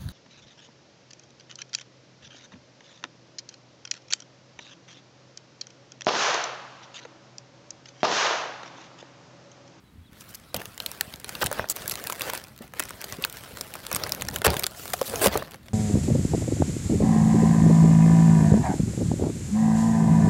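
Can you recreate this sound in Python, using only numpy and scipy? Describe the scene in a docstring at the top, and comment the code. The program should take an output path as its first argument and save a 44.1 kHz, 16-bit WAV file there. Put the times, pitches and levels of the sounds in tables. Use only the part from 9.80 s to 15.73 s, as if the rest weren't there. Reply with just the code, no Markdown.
"""Close, dry crackling and snapping: fingers pick and pull at painter's tape stuck over a stiff sheet.
The glue lets go in countless tiny ticks, creases snap, short lengths rip free and skin slides on tape.
Underneath, the tugged sheet pops and rumbles, growing stronger as a hand-held phone comes close.
Far behind, a bird chirps faintly in the hush of the open air."""
import sys
import numpy as np
from scipy import signal
from scipy.fft import rfft, irfft
from scipy.io import wavfile
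from scipy.ndimage import uniform_filter1d

SR = 44100
rng = np.random.default_rng(int(sys.argv[2]) if len(sys.argv) > 2 else 0)


def wrap_up_sound(samples):
    """Save the sound to the file named by the first command line argument, as 16-bit audio."""
    columns = np.atleast_2d(samples).T
    # keep every value between -1 and 1, then stretch to whole-number steps
    tamed = np.clip(columns, -1, 1)
    steps = np.round(tamed * 32767).astype(np.int16)
    wavfile.write(sys.argv[1], SR, steps)


N = 261634

# the louder creases snapping: start_s, level_db (before trim), pitch_hz, crack_db (relative), crumple_s
CREASE_SNAPS = [(.7437, -20, 4700, 1.5, 0.0026), (.7630, -26, 2920, 4.5, 0.006),
                (0.816, -30, 2230, -10, 0.0016), (0.8556, -32, 3620, 3, 0.0011),
                (0.9779, -30.5, 7040, -1, 0.00093), (1.0016, -20.5, 4040, -11, 0.0017),
                (1.062, -19.5, 3800, 1, 0.0012), (1.1155, -31.5, 7200, 7.5, .0006),
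                (1.2097, -16.5, 1840, 5.5, 0.0015), (1.3383, -32, 4660, -4, 0.0016),
                (1.4447, -28.5, 4060, -2, 0.00046), (1.4923, -30, 2200, 4.5, 0.00049),
                (1.552, -24.5, 3620, -7, 0.001), (1.661, -25, 1860, 9.5, 0.0031),
                (1.668, -22, 3750, 0.5, 0.0013), (1.899, -22.5, 5000, 9, 0.0016),
                (1.9628, -34, 4900, 11, .0016), (2.0785, -26.5, 6200, 12, 0.0017),
                (2.111, -30.5, 2840, 12, 0.007), (2.1195, -32, 2560, 10.5, 0.002),
                (2.1553, -27.5, 4370, 5.5, 0.00086), (2.2400, -34.5, 5000, 11, 0.00033),
                (2.271, -26.5, 5100, 6, .0012), (2.299, -20, 1090, -0.5, 0.00058),
                (2.3239, -25, 970, 4, 0.00093), (2.409, -21, 2660, -5, 0.00088),
                (2.4988, -25.5, 1470, 4.5, 0.0032), (2.5348, -23.5, 910, 3, .0007),
                (2.5486, -32, 1800, 8.5, .0044), (2.9368, -35.5, 1700, 0.5, 0.0016),
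                (2.996, -19, 1780, 6, 0.0022), (3.0019, -19.5, 1360, 1, 0.00044),
                (3.024, -27, 2190, -2, .0028), (3.1067, -31.5, 1200, 2.5, 0.00038),
                (3.2414, -28.5, 4620, 3.5, 0.0038), (3.3245, -31.5, 1620, 9, 0.00023),
                (3.4397, -13.5, 3600, -21, 0.0013), (3.4491, -19, 1550, 4.5, 0.0009),
                (3.8106, -21, 5160, -0.5, 0.00074), (3.9536, -29.5, 1080, -0.5, .001),
                (4.115, -22, 1130, 1, 0.00091), (4.1619, -22, 1310, 6.5, 0.0042),
                (4.237, -17, 4970, -15, 0.00083), (4.2647, -22.5, 1550, -25, 0.0016),
                (4.321, -15, 5700, 2, 0.00059), (4.421, -23.5, 2640, 6.5, 0.0017),
                (4.486, -19.5, 5720, -4, 0.0013), (4.5605, -21.5, 2950, 3, 0.001),
                (4.618, -24, 1430, 0, 0.00058), (4.647, -17, 1190, 6, .0038),
                (4.658, -17.5, 1180, 3, .0015), (4.6646, -10.5, 1520, 2, 0.0026),
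                (4.7037, -21.5, 4840, 3, 0.00052), (4.7664, -21, 3380, 1.5, .0054),
                (4.7952, -25, 7160, 10, 0.0011), (4.835, -22, 2540, 3.5, 0.0018),
                (4.8407, -15, 4060, -3.5, 0.00048), (4.8663, -19, 5050, 5, 0.0011),
                (5.0556, -30.5, 1460, .5, 0.00088), (5.1342, -21.5, 1880, 7, 0.0049),
                (5.2138, -19, 890, -1.5, 0.00098), (5.4422, -26, 2375, 13, 0.0037),
                (5.459, -19, 920, 7, 0.0022), (5.47, -23.5, 890, 12, 0.0015), (5.5746, -21, 7300, 2, .0005),
                (5.745, -38.5, 1580, -7, .0015), (5.8835, -42.5, 5400, -11, 0.0018)]
# finger pulls: start_s, length_s, level_db, growth_db, glue_db (relative), crackle_db (relative)
FINGER_PULLS = [(.36, 0.19, -60, -1, 2, -1.5), (0.782, 0.17, -62.5, -9, 8.5, -9),
                (0.989, .35, -49.5, -3.5, -1.5, -6.5), (1.458, 0.2, -45, 5, -1.5, -7.5),
                (1.70, 0.091, -42, 12, -6, -7.5), (1.941, .46, -46, -4.5, 1, -1.5),
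                (2.40, 0.18, -41.5, -5.5, -3, -3.5), (2.80, 0.038, -50, 6, -4, -11),
                (2.95, 0.21, -53.5, -8, -2, -0.5), (3.188, 0.15, -50, 8.5, -0.5, -0.5),
                (3.399, 0.071, -45, -1, -2, -7), (3.52, 0.72, -53, -5.5, 1, 0.5),
                (4.099, .17, -42, 3.5, -7.5, -6), (4.28, 0.14, -47.5, 7, -1.5, -6.5),
                (4.518, 0.048, -43, -2, 3.5, 1), (4.70, 0.18, -49, -10, 3.5, 2.5),
                (4.90, 0.36, -52.5, 9, 6.5, 0.5), (5.27, .19, -40, 4, 4, -5.5),
                (5.509, 0.094, -39.5, -14.5, -3.5, -1), (5.66, 0.078, -58.5, 0, -6, 2),
                (5.849, .05, -60, -9, 1, 10)]
# light finger contact between pulls: start_s, length_s, level_db, growth_db
FINGER_TOUCHES = [(0.303, 2.34, -54.5, 7.5), (2.66, 0.29, -60, -7), (2.942, 2.7, -52.5, -5.5),
                  (5.606, 0.36, -63, -4)]
# lengths of tape ripping free: start_s, length_s, level_db, growth_db, boom_db (relative)
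TAPE_RIPS = [(1.612, .019, -29, 5, -4), (2.451, 0.054, -40.5, 9, 0.5), (4.6419, 0.0293, -27, -4, -3),
             (5.4087, 0.072, -28.5, 4, 1)]
# skin and tape sliding over each other: start_s, length_s, level_db, pitch_hz
SKIN_SLIDES = [(0.397, 0.035, -51, 5150), (0.483, 0.035, -48, 5330), (0.544, 0.014, -36, 4940),
               (1.893, 0.032, -24.5, 6800), (4.933, 0.21, -43.5, 3000), (5.252, 0.038, -33.5, 4100),
               (5.405, .08, -24, 8600)]
# the sheet buckling and thumping: start_s, level_db, pitch_hz, overtone_db (relative)
SHEET_POPS = [(.1800, -29.5, 85, -17), (0.7436, -20.5, 570, -5), (0.744, -26, 90, -5),
              (1.631, -14.5, 543, 6), (1.632, -29, 72, -4), (1.714, -18, 570, -4.5), (1.726, -21.5, 616, 5),
              (1.7948, -14, 653, 3.5), (1.842, -23, 634, 2), (2.807, -27.5, 231, -4.5),
              (3.385, -25.5, 171, 3), (4.649, -14, 575, -12), (4.6665, -10, 490, -2), (4.672, -9.5, 76, -3),
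              (4.68, -16, 185, -14), (5.1388, -15.5, 720, -7), (5.2153, -10, 532, -23),
              (5.338, -16.5, 490, -11), (5.44, -11, 446, -30), (5.4608, -5, 552, -17),
              (5.469, -11, 201, -7), (5.473, -20, 72, -3), (5.5546, -10, 428, -2.5),
              (5.6227, -21.5, 607, -0.5)]
# the sheet jerking and shuddering on: start_s, level_db
SHEET_JOLTS = [(0.743, -36.5), (1.619, -35), (1.788, -39), (4.665, -24), (5.46, -34.5), (5.553, -38)]
# lift on the sheet's knocks, scrape and rumble as the phone comes close: time_s, gain_db
SHEET_NEARNESS = [(0, -4), (2.3, -1), (3.6, -1.5), (4.2, 0.5), (4.6, 5), (5.0, 0), (5.35, 4.5), (5.93, -3)]
# rumble of the hand holding the phone still, then swinging it in: time_s, level_db
HAND_SWING = [(0, -55.5), (4.1, -53), (4.4, -40), (4.62, -40), (4.95, -52), (5.93, -49.5)]
# a distant bird: start_s, length_s, from_hz, to_hz, level_db
BIRD_CHIRPS = [(.04, .073, 4070, 3780, -72), (0.23, .04, 3400, 3300, -69), (.252, 0.05, 4170, 3020, -66),
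               (0.689, 0.042, 3670, 4170, -64)]

# tone curves: frequency_hz, gain_db
GLUE_TONE = [(2500, -23), (4000, -1), (5500, -1.5), (8000, 0), (16000, 0)]  # bright fizz of parting glue
PAPER_TONE = [(600, -22.5), (1000, -2.5), (1400, 2.5), (2200, -2.5), (3200, -4), (4500, -6.5),
              (6000, -12.5), (9000, -39.5)]  # midrange rustle of the tape's paper
SHEET_TONE = [(30, -51), (120, -18), (250, -6), (420, -1), (560, 0.5), (750, -2.5), (1100, -9),
              (1500, -23.5), (3000, -45.5)]  # hollow body of the sheet
RUMBLE_TONE = [(15, -35), (35, -13.5), (60, -1.5), (85, -0.5), (140, -0.5), (210, -4), (290, -11),
               (500, -28.5), (1500, -79)]  # low end of tugging and handling
AIR_TONE = [(120, -32), (200, -4), (636, -18), (1200, -17.5), (4010, -25), (5450, -30.5), (15000, -34.5)]  # quiet outdoor air

SNAP_TRIM_DB, RUSTLE_TRIM_DB, AIR_DB = -0.66, -0.35, -60.5
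KNOCK_DB, KNOCK_SHARE = -18.5, 0.34  # the sheet's knock gains only this share of each dB of a snap
STRAY_DB, STRAY_SPREAD_DB = 5, 12.5  # stray creases, over the crackle envelope
STRAY_LOWEST_HZ, STRAY_OCTAVES, STRAY_CRUMPLE_S = 1390, 1.88, 0.00085
PULL_ATTACK_S, PULL_RELEASE_S = 0.02, 0.024
TOUCH_GLUE_DB, TOUCH_CRACKLE_DB = -2.5, -4  # relative to the touch
SCRAPE_DB, RUMBLE_DB = -1, -7  # what a pull stirs in the sheet, relative to the pull
POP_DECAY_CYCLES = 2.35
JOLT_RISE_S, SHUDDER_DECAY_S = 0.0078, 0.045
SHUDDER_RUSTLE_DB, SHUDDER_RUMBLE_DB = -7, -0.5  # relative to the jolt
TREBLE_EDGE_HZ = 15900


def snap(s, db, hz, crack_db, thud_db, crumple_s, size=1500):
    """A crease flips: fibres crack, the paper facet rings a few cycles, the sheet takes a small knock."""
    t = np.arange(size) / SR
    onset = 1 - np.exp(-(t / (0.16 * abs(crumple_s) + 1e-5)) ** 2)  # longer crumples build more slowly
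    decay = np.exp(-t / max(crumple_s * 0.7, 1e-4)) + 0.024 * np.exp(-t / 0.0091)
    fibres = rng.standard_normal(size) * onset * decay
    crack = colour(fibres, [(hz * 0.45, -25), (hz * 1.27, -1), (hz * 3, -1), (hz * 12, -5)], ripple_db=3)
    flutter_tone = [(hz * 0.53, -25), (hz * 0.7, -2), (hz * 1.455, -2), (hz * 1.45, -25)]
    flutter = colour(fibres, flutter_tone, ripple_db=6.5)
    facet = blip(onset * ring(t, hz, 2.3 / hz)) + 0.87 * blip(flutter)
    knock = rng.standard_normal(size) * onset * np.exp(-t / 0.0021)
    thud_tone = [(100, -16), (300, -3), (550, 0), (550 + hz * 0.62, -3), (600 + hz * 2.66, -28)]
    thud = colour(knock, thud_tone, ripple_db=5)
    return s, amp(db) * (blip(facet) + amp(crack_db) * blip(crack) + amp(thud_db) * blip(thud))


def crease(s, db, hz, crack_db, crumple_s):
    """A foreground snap, whose knock on the sheet follows its level and the phone's nearness."""
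    knock_db = KNOCK_DB + KNOCK_SHARE * db + near_db(s)
    return snap(s, db, hz, crack_db, knock_db - db, crumple_s)


def crinkles(creasing, count=125):
    """Small stray creases snap at random, riding the crackle envelope of the fingers."""
    mix = np.zeros(N)
    for when, pitch, size, crack in rng.random((count, 4)):
        db = STRAY_DB + STRAY_SPREAD_DB * size
        hz = STRAY_LOWEST_HZ * 2 ** (STRAY_OCTAVES * pitch)
        s, sound = snap(when * N / SR, db, hz, 13.5 * crack, thud_db=-4, crumple_s=STRAY_CRUMPLE_S)
        add(mix, s, creasing[int(when * N)] * sound)
    return mix


def peeling(effort, peel, creasing, shudder):
    """Parting glue fizzes, with clumps of larger ticks, and sounds through glue, paper and sheet."""
    clumps = amp(1.6 * wander(260))
    grip = np.clip((creasing + shudder) / (effort + shudder + 1e-9), 0, 1)  # slack tape does not crackle
    fizz = rng.standard_normal(N) * amp(2 * grip * wander(130))
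    crackle = grip * unit(ticks(N, per_s=380, spread_db=4.5) * clumps)
    glue = flexing(fizz + 1.06 * crackle, GLUE_TONE, ripple_db=3.5)
    paper = flexing((fizz + 1.22 * crackle) * rng.choice([-1, 1], N), PAPER_TONE, ripple_db=4)
    sheet = flexing(fizz + 0.52 * crackle, SHEET_TONE, ripple_db=3.5)
    scrape = effort * amp(SCRAPE_DB + near_db(np.arange(N) / SR))
    return glue * peel + paper * (effort + amp(SHUDDER_RUSTLE_DB) * shudder) + sheet * (scrape + shudder)


def pull(s, length_s, db, growth_db):
    """Envelope of one pull: it takes hold, grows or eases, and lets go."""
    t = np.arange(0, length_s + 10 * PULL_RELEASE_S, 1 / SR)
    held = amp(db + growth_db * (np.minimum(t / length_s, 1) - .5))
    release = np.exp(-np.maximum(t - length_s, 0) / PULL_RELEASE_S)
    return s, held * np.minimum(t / PULL_ATTACK_S, 1) * release


def finger_envelopes():
    """Pulls and light touches blend into envelopes for the effort, the parting glue and the crackle."""
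    s, length_s, db, growth_db, glue_db, crackle_db = np.transpose(FINGER_PULLS)
    touch = play(pull, FINGER_TOUCHES)
    envelopes = []
    for extra_db, touch_db in [(0, 0), (glue_db, TOUCH_GLUE_DB), (crackle_db, TOUCH_CRACKLE_DB)]:
        pulls = play(pull, zip(s, length_s, db + extra_db, growth_db))
        envelopes.append(np.hypot(touch * amp(touch_db), pulls))
    return envelopes


def rip(s, length_s, db, growth_db, boom_db):
    """A run of glue strands breaks in quick succession and drums on the sheet."""
    count = int(length_s * SR)
    swell = amp(growth_db * np.linspace(-.5, .5, count)) * signal.windows.tukey(count, .25)
    strands = np.pad(ticks(count, per_s=6000, spread_db=3.5) * swell, (0, 600))  # room to ring out
    tear_tone = [(400, -26), (900, -6), (1500, 8.5), (3000, 1.5), (6000, -4), (10000, -10), (16000, -4)]
    tear = unit(colour(strands, tear_tone, ripple_db=4))
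    boom = unit(colour(strands, SHEET_TONE, ripple_db=2.5))
    return s, amp(db) * np.sqrt(len(strands) / count) * (tear + amp(boom_db) * boom)


def slide(s, length_s, db, hz):
    """Skin on tape: a friction hiss with a rasping peak, its colour shifting as the contact moves."""
    count = int(length_s * SR)
    _, _, spectra = signal.stft(rng.standard_normal(count + 512), SR, nperseg=256)
    patches = uniform_filter1d(rng.standard_normal(spectra.shape), size=5, axis=0)  # across frequency
    patches = unit(uniform_filter1d(patches, size=9, axis=1))  # across time
    hiss = signal.istft(spectra * amp(3.2 * patches), nperseg=256)[1][:count]
    rasp = colour(hiss, [(hz / 2, -12), (hz, 1), (hz * 1.4, -3), (hz * 5, -3)])
    return s, amp(db) * unit(rasp) * signal.windows.tukey(count, .5)


def pop(s, db, hz, overtone_db, size=3000):
    """The sheet buckles: a hollow main mode and quicker, inharmonic overtones, with a soft attack."""
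    t, decay_s = np.arange(size) / SR, POP_DECAY_CYCLES / hz
    overtones = sum(gain * ring(t, hz * ratio * rng.uniform(0.828, 1.122), decay_s * 0.7 / ratio ** .5)
                    for ratio, gain in [(1.55, 0.59), (2.2, -0.74), (2.9, 0.61)])
    modes = blip(ring(t, hz, decay_s)) + amp(overtone_db) * blip(overtones)
    radiated = colour(modes, [(hz / 4, -16), (hz * .85, 0), (hz * 3, 0), (hz * 7, -22), (hz * 20, -45)])
    return s, amp(db) * blip(radiated)


def jolt(s, db):
    """Envelope of the shudder after one jerk of the sheet."""
    t = np.arange(0, 10 * SHUDDER_DECAY_S, 1 / SR)
    return s, amp(db) * np.minimum(t / JOLT_RISE_S, 1) * np.exp(-t / SHUDDER_DECAY_S)


def handling(effort, shudder):
    """Lumpy rumble of the tugged sheet and the hand-held phone."""
    t = np.arange(N) / SR
    bumps = unit(ticks(N, per_s=90, spread_db=4)) + 0.94 * rng.standard_normal(N)
    tugged = effort * amp(RUMBLE_DB + near_db(t)) + amp(SHUDDER_RUMBLE_DB) * shudder
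    swung = amp(np.interp(t, *np.transpose(HAND_SWING)))
    return unit(colour(bumps, RUMBLE_TONE)) * np.hypot(swung, tugged)


def chirp(s, length_s, from_hz, to_hz, db):
    """A far-off bird's thin, gliding whistle."""
    count = int(length_s * SR)
    phase = 2 * np.pi * np.cumsum(np.linspace(from_hz, to_hz, count)) / SR
    return s, amp(db) * unit(np.sin(phase) * signal.windows.tukey(count, .5))


def air():
    """A faint, steady bed of open air."""
    return amp(AIR_DB) * unit(colour(rng.standard_normal(N), AIR_TONE))


def near_db(s):
    """How much the sheet gains from the phone's closeness at time s."""
    return np.interp(s, *np.transpose(SHEET_NEARNESS))


def flexing(drive, tone, ripple_db, size=2048):
    """Colours a sound in short overlapping grains: the resonances of bending paper never stay put."""
    padded, out = np.pad(drive, size), np.zeros(N + 3 * size)
    window = signal.windows.hann(size, sym=False)
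    for start in range(0, N + size, size // 2):
        grain = np.pad(padded[start:start + size] * window, (0, size))
        out[start:start + 2 * size] += colour(grain, tone, ripple_db)
    return unit(out[size:size + N])


def colour(x, tone, ripple_db=0, size=2048):
    """Equalises to a tone curve, plus random peaks and dips that differ at each use."""
    hz, db = np.transpose(tone)
    log_hz = np.log(np.fft.rfftfreq(size, 1 / SR) + 1)
    ripple = np.interp(log_hz, np.linspace(np.log(200), np.log(SR / 2), 44), rng.standard_normal(44))
    curve_db = np.interp(log_hz, np.log(hz), db) + ripple_db * ripple
    cepstrum = irfft(np.log(amp(curve_db)))
    cepstrum[1:size // 2] *= 2  # minimum phase: nothing rings ahead of an attack
    cepstrum[size // 2 + 1:] = 0
    return signal.fftconvolve(x, irfft(np.exp(rfft(cepstrum))))[:len(x)]


def ring(t, hz, decay_s):
    """One struck mode."""
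    return np.sin(2 * np.pi * hz * t) * np.exp(-t / max(decay_s, 1e-4))


def ticks(count, per_s, spread_db):
    """Random clicks: many small, a few large."""
    chance, size, sign = rng.random(count), rng.exponential(1, count), rng.choice([-1, 1], count)
    return (chance < per_s / SR) * sign * amp(spread_db * np.minimum(size, 4.5))


def wander(samples):
    """Random modulation, smoothed over this many samples."""
    return unit(uniform_filter1d(rng.standard_normal(N), size=samples))


def amp(db):
    """Decibels to gain."""
    return 10 ** (np.asarray(db) / 20)


def unit(x):
    """Scales to an rms of 1."""
    return x / np.sqrt(np.mean(x ** 2) + 1e-20)


def blip(x):
    """Scales a short sound to the energy of one millisecond at full level."""
    return x * np.sqrt(SR / 1000 / (np.sum(x ** 2) + 1e-20))


def add(mix, s, sound):
    """Mixes a sound in at time s."""
    part = mix[max(round(s * SR), 0):][:len(sound)]
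    part += sound[:len(part)]


def play(source, table):
    """Lays every row of a cue table onto one track."""
    mix = np.zeros(N)
    for row in table:
        add(mix, *source(*row))
    return mix


def scene():
    """A dry mono mix: tape up front, the sheet beneath it, bird and air far behind."""
    effort, peel, creasing = finger_envelopes()
    shudder = play(jolt, SHEET_JOLTS)
    snaps = amp(SNAP_TRIM_DB) * play(crease, CREASE_SNAPS)
    tape = snaps + crinkles(creasing) + play(rip, TAPE_RIPS) + play(slide, SKIN_SLIDES)
    rustle = amp(RUSTLE_TRIM_DB) * peeling(effort, peel, creasing, shudder)
    body = play(pop, SHEET_POPS) + handling(effort, shudder)
    outdoors = play(chirp, BIRD_CHIRPS) + air()
    return (tape + rustle + body + outdoors)[None]


def record(dry):
    """The phone's band limit cuts the very top of the treble."""
    lowpass = signal.firwin(401, TREBLE_EDGE_HZ, window=("kaiser", 8), fs=SR)
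    return signal.oaconvolve(dry, lowpass[None], "same")


dry = scene()
out = record(dry)
wrap_up_sound(out)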